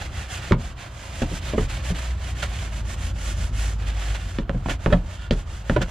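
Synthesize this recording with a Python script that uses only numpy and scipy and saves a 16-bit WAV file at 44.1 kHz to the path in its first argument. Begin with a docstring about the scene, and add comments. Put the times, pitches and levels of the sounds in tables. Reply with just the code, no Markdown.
"""A long-handled brush scrubs to and fro in a wet car wheel well, close by, outdoors.
Slipping bristles rub and hiss over the plastic liner and flick off its edges; the brush head knocks
and chatters on the liner, whose modes boom. Underneath: a faint hush and a distant engine that
settles from a fast idle to a slow one."""
import sys
import numpy as np
from scipy import signal
from scipy.fft import rfft, irfft, next_fast_len
from scipy.io import wavfile
from scipy.ndimage import uniform_filter1d

SR = 44100
rng = np.random.default_rng(int(sys.argv[2]) if len(sys.argv) > 2 else 0)


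def log_audio(samples):
    """Write samples as a 16-bit WAV file to the path given in sys.argv[1]."""
    # one column per channel
    frames = np.atleast_2d(samples).T
    # limit to full scale, then quantise
    limited = np.clip(frames, -1, 1)
    pcm = np.round(limited * 32767).astype(np.int16)
    wavfile.write(sys.argv[1], SR, pcm)


N = 260410
TIME_S = np.arange(N) / SR
RING_S = np.arange(SR // 2) / SR

# stereo image: f/Hz, left minus right/dB, coherence/0-1
STEREO = [(100, -0.3, 1), (345, 0.6, 0.95), (690, -3.5, 0.72), (1220, -4.5, 0.44), (3070, -4, 0.82),
          (5040, -1, 0.76), (7900, -2.1, 0.01), (15000, 0.5, 0.4)]


def undb(db):
    """Decibels to gain."""
    return 10 ** (np.asarray(db) / 20)


def unit(x, size=None):
    """Scale to rms 1 over the first size samples."""
    return x / np.sqrt(np.mean(x[..., :size] ** 2))


def curves(table):
    """Table columns, interpolated over time."""
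    s, *columns = np.transpose(table)
    return [np.interp(TIME_S, s, c) for c in columns]


def over_frequency(table, size):
    """Table columns, interpolated over log f onto FFT bins."""
    hz, *columns = np.transpose(table)
    log_bins = np.log(np.fft.rfftfreq(size, 1 / SR) + 1)
    return [np.interp(log_bins, np.log(hz), c) for c in columns]


def colour(x, outline):
    """Minimum-phase filter; outline: f/Hz, level/dB."""
    size = next_fast_len(x.shape[-1] // 2 + 2048) * 2
    cepstrum = irfft(np.log(undb(over_frequency(outline, size)[0])))
    cepstrum[1:size // 2] *= 2
    cepstrum[size // 2 + 1:] = 0
    return irfft(rfft(x, size) * np.exp(rfft(cepstrum)), size)[..., :x.shape[-1]]


def band(x, lo_hz, hi_hz):
    """Gentle band-pass."""
    return signal.sosfilt(signal.butter(2, [lo_hz, hi_hz], "band", fs=SR, output="sos"), x)


def spread(two):
    """Two independent signals to left and right, most alike in the bass."""
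    size = two.shape[-1]
    coherence = np.clip(over_frequency(STEREO, size)[1], 0, .987)
    mid, side = rfft(two) * np.sqrt([(1 + coherence) / 2, (1 - coherence) / 2])
    return irfft(np.array([mid + side, mid - side]), size)


def walk(rate_hz):
    """Smooth random wander, rms 1."""
    hold = max(int(SR / rate_hz), 1)
    steps = np.repeat(rng.standard_normal(N // hold + 1), hold)
    return unit(uniform_filter1d(steps, hold)[:N])


def fade(t60_s):
    """Exponential decay, 60 dB in t60_s."""
    return np.exp(-np.log(1000) * RING_S / t60_s)


def add(out, start_s, sound):
    """Mix a sound in at start_s."""
    i = max(int(start_s * SR), 0)
    out[:, i:i + sound.shape[-1]] += sound[..., :N - i]


def stroke_levels(rest_rub_db=-61, rest_hiss_db=-71, last_turn_s=5.96):
    """Rub and hiss in dB: both follow the brush's speed, one arch per stroke."""
    # strokes, overlapping where the bristles flop over at a turn:
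    # turn t/s, rub/dB, hiss/dB, fastest point/0-1, overlap each side of the turn/s
    strokes = [(0.0, -40.5, -46.5, 0.42, 0.14), (0.089, -39.3, -44.9, 0.54, 0.03),
               (0.295, -36, -40, 0.4, 0.03), (0.39, -39, -45.5, 0.5, 0.044),
               (0.562, -44, -47.5, 0.44, 0.0093), (0.753, -42.5, -49, 0.5, 0.014),
               (0.89, -44.5, -47.5, 0.69, 0.048), (1.12, -40, -44, 0.37, 0.049),
               (1.278, -39, -41.5, 0.81, 0.046), (1.395, -36.9, -43, 0.5, 0.017),
               (1.562, -39, -42.5, 0.47, 0.026), (1.684, -37, -43.2, 0.18, 0.012),
               (1.833, -37, -40.5, 0.52, 0.037), (1.937, -38.5, -43.5, 0.17, 0.014),
               (2.188, -41.5, -45.0, 0.67, 0.049), (2.346, -39, -44, 0.56, 0.015),
               (2.445, -39, -43.7, 0.7, 0.085), (2.706, -41.9, -45, 0.51, 0.028),
               (2.831, -40.5, -42, 0.86, 0.017), (2.947, -40, -42.8, 0.63, 0.022),
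               (3.122, -38.5, -40.5, 0.88, 0.022), (3.333, -41.4, -43, 0.53, 0.031),
               (3.516, -38.5, -40, 0.4, 0.021), (3.785, -45, -51.2, 0.37, 0.019),
               (3.87, -37.5, -44.4, 0.3, 0.021), (3.9, -39, -44.3, 0.52, 0.043),
               (4.22, -44.5, -48.5, 0.29, 0.1), (4.445, -55, -59, 0.67, 0.039),
               (4.645, -43.3, -46.5, 0.56, 0.042), (4.777, -45.5, -48.5, 0.9, 0.0083),
               (4.87, -47.5, -52, 0.24, 0.028), (5.02, -46, -50, 0.92, 0.042),
               (5.163, -43.9, -53.5, 0.46, 0.03), (5.313, -45.5, -49, 0.65, 0.001),
               (5.438, -46.5, -49, 0.59, 0.019), (5.641, -43.5, -47.8, 0.53, 0.022),
               (5.773, -46, -52, 0.93, 0.043), (5.856, -47, -50.8, 0.4, 0.017)]
    rub_exponent, hiss_exponent = 1.52, 1.75
    lift_s, lift_half_s, lift_db = 4.455, 0.029, -4  # bristles lift off once; the hiss dips
    rub_power, hiss_power = undb(rest_rub_db) ** 2, undb(rest_hiss_db) ** 2
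    next_turns = [(row[0], row[-1]) for row in strokes[1:]] + [(last_turn_s, 0)]
    for (start_s, rub_db, hiss_db, fastest, lead_s), (end_s, tail_s) in zip(strokes, next_turns):
        crest_s = start_s + fastest * (end_s - start_s)
        arch = np.interp(TIME_S, [start_s - lead_s, crest_s, end_s + tail_s], [0, np.pi / 2, np.pi])
        speed = np.maximum(np.sin(arch), 0)
        rub_power += (undb(rub_db) * speed ** rub_exponent) ** 2
        hiss_power += (undb(hiss_db) * speed ** hiss_exponent) ** 2
    lifted = np.exp(-((TIME_S - lift_s) / lift_half_s) ** 4)
    return 10 * np.log10(rub_power), 10 * np.log10(hiss_power) + lift_db * lifted


def slips(per_s, scatter_db, size=N):
    """Clicks of single bristles slipping, a few stronger than the rest."""
    hit = rng.random((2, size)) < per_s / SR
    strength = undb(scatter_db * np.minimum(rng.exponential(size=(2, size)), 5))
    return spread(hit * rng.choice([-1, 1], (2, size)) * strength)


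def tyre_echo(x, delay_ms=2.6, swing_ms=0.535, gain=0.25):
    """Add a reflection off the tyre; its path moves with the brush, shifting the colour."""
    delayed_s = TIME_S - (delay_ms + swing_ms * walk(2.5)) / 1000
    return unit(x + gain * np.array([np.interp(delayed_s, TIME_S, channel) for channel in x]))


def panel_song(x):
    """Sharp resonances of the liner's panel, driven by rubbing."""
    # resonances: f/Hz, width/Hz, level/dB
    modes = [(1431, 63, 1), (1734, 130, -8), (2816, 62, -4.5), (3126, 44, -4.5), (3400, 140, -6.5),
             (4320, 200, -13)]
    return unit(sum(undb(db) * signal.lfilter(*signal.iirpeak(hz, hz / width_hz, fs=SR), x)
                    for hz, width_hz, db in modes))


def scrubbing(top_hz=9000, brighten=0.35):
    """Tufts catch and let go: shafts rub, wet tips hiss, the well and its panel answer."""
    # spectra of shafts, tips and well: f/Hz, level/dB
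    rub_spectrum = [(700, -44), (1200, -14.5), (1600, 0), (2100, -1.5), (3100, -2.5), (3900, -7),
                    (4800, -11), (7000, -38)]
    hiss_spectrum = [(2800, -15), (4300, -9.5), (5200, -4), (7300, -2.5), (8700, -10.5), (10300, -11),
                     (11300, -18.5), (13000, -20.5), (15500, -44)]
    cavity_spectrum = [(100, -14.5), (230, -4), (330, -0.5), (450, -5), (540, 3.5), (680, 2.5), (880, -1),
                       (1060, -0.5), (1400, -2), (2500, -33.5)]
    # panel song at the brush's position: t/s, level re rub/dB
    singing = [(0, -12), (.35, -3.5), (1.5, -18), (3.3, -5), (4.0, -11), (4.27, -0.5), (4.55, -12),
               (5.0, -23), (5.2, 7), (5.35, -4), (5.9, -11)]
    rub_db, hiss_db = stroke_levels()
    cavity_db = -44.5 + 0.52 * (rub_db + 44)
    panel_gain = undb(curves(singing)[0])
    tufts = walk(110)
    rub = tyre_echo(colour(slips(per_s=7000, scatter_db=0.5), rub_spectrum))
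    cavity = tyre_echo(colour(slips(per_s=4000, scatter_db=1.5), cavity_spectrum))
    panel = panel_song(colour(slips(per_s=8900, scatter_db=3.5), rub_spectrum))
    hiss = tyre_echo(colour(slips(per_s=23000, scatter_db=1.0), hiss_spectrum))
    # the panel draws its energy from rub and well
    cavity /= np.hypot(1, panel_gain)
    rub = (rub + panel_gain * panel) / np.hypot(1, panel_gain)
    # fast tips hiss brighter
    top = signal.sosfiltfilt(signal.butter(2, top_hz, "high", fs=SR, output="sos"), hiss)
    hiss += top * (undb(brighten * (hiss_db - np.median(hiss_db))) - 1)
    hiss[0] = np.roll(hiss[0], 2)  # tips lie to the right: left lags
    body = undb(rub_db) * rub + undb(cavity_db) * cavity
    return undb(1.07 * tufts) * body + undb(hiss_db + 0.81 * tufts) * hiss


def engine(fast_hz=61.5, slow_hz=52.6, settle_at_s=2.62, settle_tau_s=0.154):
    """Distant idle, slowing; only the lowest firing harmonics and a wavering rumble carry."""
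    # engine levels: t/s, firing tone/dB, rumble/dB
    levels = [(0, -39, -32.5), (1.1, -45.5, -37.5), (1.5, -38.5, -29.5), (2.05, -28.5, -34.5),
              (2.8, -30, -30.5), (3.4, -28.5, -28), (4.05, -24, -33.5), (4.5, -35, -31.5),
              (5.9, -37.5, -37.5)]
    # rumble: f/Hz, level/dB
    spectrum = [(18, -20.5), (30, -0.5), (45, 4), (90, 5.5), (125, -7.5), (180, -9.5), (280, -21),
                (500, -30.5), (1500, -70)]
    tone_db, rumble_db = curves(levels)
    overtone_db = -42 + 0.36 * (tone_db + 31)
    firing_hz = slow_hz + (fast_hz - slow_hz) / (1 + np.exp((TIME_S - settle_at_s) / settle_tau_s))
    phase = 2 * np.pi * np.cumsum(firing_hz * (1 + 0.012 * walk(13))) / SR
    tone = unit(np.sin(phase)) * undb(tone_db + 1.5 * walk(14))
    overtones = unit(np.sin(2 * phase) + 0.23 * np.sin(3 * phase))
    noise = spread(rng.standard_normal((2, N)))
    rumble = unit(colour(noise, spectrum)) * undb(rumble_db + 1.5 * walk(12))
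    return tone + overtones * undb(overtone_db + 1.8 * walk(15)) + rumble


def air(level_db=-56):
    """Faint, steady outdoor hush."""
    # hush: f/Hz, level/dB
    spectrum = [(100, -13), (500, -1.5), (1500, 1), (2500, -25), (5000, -34), (15000, -42)]
    noise = spread(rng.standard_normal((2, N)))
    return undb(level_db) * unit(colour(noise, spectrum))


def flicks(panel_gain=0.36):
    """Bent bristles spring off an edge in a short rasp that sets the panel singing."""
    # flicks: t/s, level/dB, rise/s, decay/s
    events = [(.008, -32.5, 0.007, 0.014), (1.217, -31.5, 0.0031, 0.015), (1.947, -38, .002, .016),
              (2.421, -24, .008, 0.017), (4.138, -32.5, 0.014, 0.016), (4.691, -26.5, .007, 0.034),
              (5.319, -35.5, 0.0031, .024), (5.813, -25, 0.0057, 0.017)]
    # rasp: f/Hz, level/dB
    spectrum = [(250, -12.5), (600, 6), (1100, -4), (1500, 2.5), (2100, -0.5), (3200, -2), (4500, -9),
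                (7000, -8.5), (10000, -20.5), (15500, -34)]
    out = np.zeros((2, N))
    for start_s, db, rise_s, decay_s in events:
        attack = np.minimum(RING_S / rise_s, 1)
        release = np.exp(-(np.maximum(RING_S - rise_s, 0) / decay_s) ** 2)
        rasp = unit(colour(slips(per_s=9700, scatter_db=2.5, size=len(RING_S)), spectrum))
        add(out, start_s, undb(db) * attack * release * unit(rasp + panel_gain * panel_song(rasp)))
    return out


def chatter(span_ms, bounces=6):
    """Contact force: the head lands, then bounces ever more weakly within span_ms."""
    force = np.zeros(SR // 10)
    when = (np.arange(bounces) + rng.random(bounces)) / bounces
    at = np.clip((when * span_ms * SR / 1000).astype(int), 1, len(force) - 1)
    force[at] = rng.choice([-1, 1], bounces) * np.exp(-.6 * when) * min(span_ms / 9, 1)
    force[0] = 1
    return force[None]


def liner_modes(lo_hz, hi_hz, spot_hz, spot_db=7, spot_octaves=0.34, scatter_db=1.5, detune=0.017):
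    """Modes in a range; the struck spot favours those near spot_hz and detunes each slightly."""
    # liner and cavity modes: f/Hz, level/dB, t60/s
    modes = [(38.1, -5.5, 0.31), (62.6, -7.5, 0.13), (125.7, 1.5, 0.18), (172.2, 0.5, 0.15),
             (226.7, 2, 0.068), (306, -8, 0.11), (333.5, -11.5, 0.061), (438, -7, 0.16), (535, 5, 0.1),
             (573, 7, 0.082), (720, -15, 0.31), (935, -8.5, 0.25), (1160, -18, 0.053), (1415, 7, 0.042),
             (1713, 3, 0.027), (1813, 5.5, 0.068), (2420, -2, 0.037), (2910, 1.5, 0.073),
             (3100, -18, 0.027)]
    out = np.zeros(len(RING_S))
    for (hz, db, t60_s), (weight, tune) in zip(modes, rng.standard_normal((len(modes), 2))):
        if lo_hz <= hz < hi_hz:
            nearness = np.exp(-(np.log2(hz / spot_hz) / spot_octaves) ** 2)
            gain = undb(db + scatter_db * weight + spot_db * nearness)
            out += gain * fade(t60_s) * np.sin(2 * np.pi * hz * (1 + detune * tune) * RING_S)
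    return out


def echoes(t60_s):
    """Dense, short reflections between liner and tyre."""
    return spread(rng.standard_normal((2, len(RING_S)))) * fade(t60_s)


def contact_crack(spot_hz, hard_db, size):
    """Direct tick, first reflections, high modes and the well's wash; hard contacts are brighter."""
    # crack: f/Hz, level/dB
    spectrum = [(400, -25.5), (900, 12.5), (1400, 8.5), (1900, 3), (3500, -3.5), (4700, -15.5), (6000, -18),
                (8500, -25), (11500, -65), (15000, -71)]
    outline = [(hz, db + hard_db * np.interp(hz, [2300, 4700, 11000], [0, 1, 0])) for hz, db in spectrum]
    tick = unit(colour(signal.unit_impulse(len(RING_S)), outline), size)
    early = unit(colour(echoes(t60_s=0.0066), outline), size)
    wash = unit(colour(echoes(t60_s=0.09), outline), size)
    high_modes = unit(liner_modes(1080, 5000, spot_hz), size)
    return 0.52 * tick + 0.49 * early + 0.22 * high_modes + .5 * wash


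def knocks(size=1100, mid_spot_hz=302):
    """Each blow of the head flexes the liner, thumps its low modes, rings the middle ones and cracks."""
    # blows: t/s, blow/dB, crack/dB, chatter/ms, spot's favoured f/Hz, hardness/dB
    blows = [(.060, -45, -59, 9.1, 119, 0), (0.5106, -16.5, -38, 6.4, 235, 1),
             (0.5216, -18.5, -22.5, 2.7, 135, -1.5), (1.218, -22.5, -40, 11.1, 362, 16),
             (1.314, -30.5, -56, 10, 198, 0), (1.535, -25.5, -45, 7.5, 380, -4),
             (1.579, -21.5, -32, 9, 468, -26), (1.607, -28.5, -48, 6.4, 170, 0),
             (1.901, -25.5, -52, 10.8, 157, 3), (4.386, -24, -35, 2.23, 221, 11),
             (4.4946, -26.5, -33.5, 0.78, 440, -4), (4.5455, -23.5, -49, 8.1, 139, -9),
             (4.659, -27.5, -34.5, 5, 241, -17), (4.686, -30.5, -36, 15.3, 380, -9),
             (4.861, -19, -27.5, 1.17, 325, -6.5), (4.903, -31, -40, 16.4, 450, -8),
             (4.9226, -18.5, -47, 5, 196, -5), (4.926, -18.5, -23.5, 11, 534, -3.5),
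             (5.3092, -18, -29.5, 2.66, 212, 18.5), (5.697, -19.5, -26, 1.15, 343, -5),
             (5.7629, -20, -26, 9, 546, -10), (5.809, -26, -38, 8.4, 200, -6)]
    out = np.zeros((2, N))
    for start_s, blow_db, crack_db, chatter_ms, spot_hz, hard_db in blows:
        # a stiff, high-pitched spot flexes less and rings more
        octaves = np.log2(spot_hz / mid_spot_hz)
        flex_db = blow_db - 0.5 - octaves
        ring_db = blow_db - 7 + 8 * octaves
        force = chatter(chatter_ms)
        # heavy low modes build up slowly
        flex = liner_modes(20, 90, spot_hz) * (1 - np.exp(-RING_S / 0.0052))
        low_modes = liner_modes(90, 380, spot_hz) * (1 - np.exp(-RING_S / 0.0027))
        thump = unit(low_modes, size) + .5 * unit(band(echoes(t60_s=0.21), 128, 289), size)
        mid_modes = liner_modes(380, 1080, spot_hz)
        ring = unit(mid_modes, size) + 0.61 * unit(band(echoes(t60_s=0.085), 413, 840), size)
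        crack = contact_crack(spot_hz, hard_db, size)
        add(out, start_s, undb(flex_db) * unit(flex, size))
        for part, db in (-thump, blow_db), (ring, ring_db), (crack, crack_db):
            struck = signal.fftconvolve(part, force, axes=1)[:, :len(RING_S)]
            add(out, start_s, undb(db) * unit(struck, size))
    return out


def scene():
    """The well lies to the right, which shades the left channel's midrange."""
    mix = scrubbing() + flicks() + knocks() + engine() + air()
    balance_db = over_frequency(STEREO, N)[0]
    return irfft(rfft(mix) * undb([balance_db / 2, -balance_db / 2]), N)


def record(dry):
    """Low cut, soft clipping of peaks, steep top cut."""
    low_hz, top_hz, drive = 24, 15500, .6
    x = signal.sosfilt(signal.butter(2, low_hz, "high", fs=SR, output="sos"), dry)
    x = np.tanh(drive * x) / drive
    return signal.sosfilt(signal.ellip(10, .2, 80, top_hz, fs=SR, output="sos"), x)


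dry = scene()
out = record(dry)
log_audio(out)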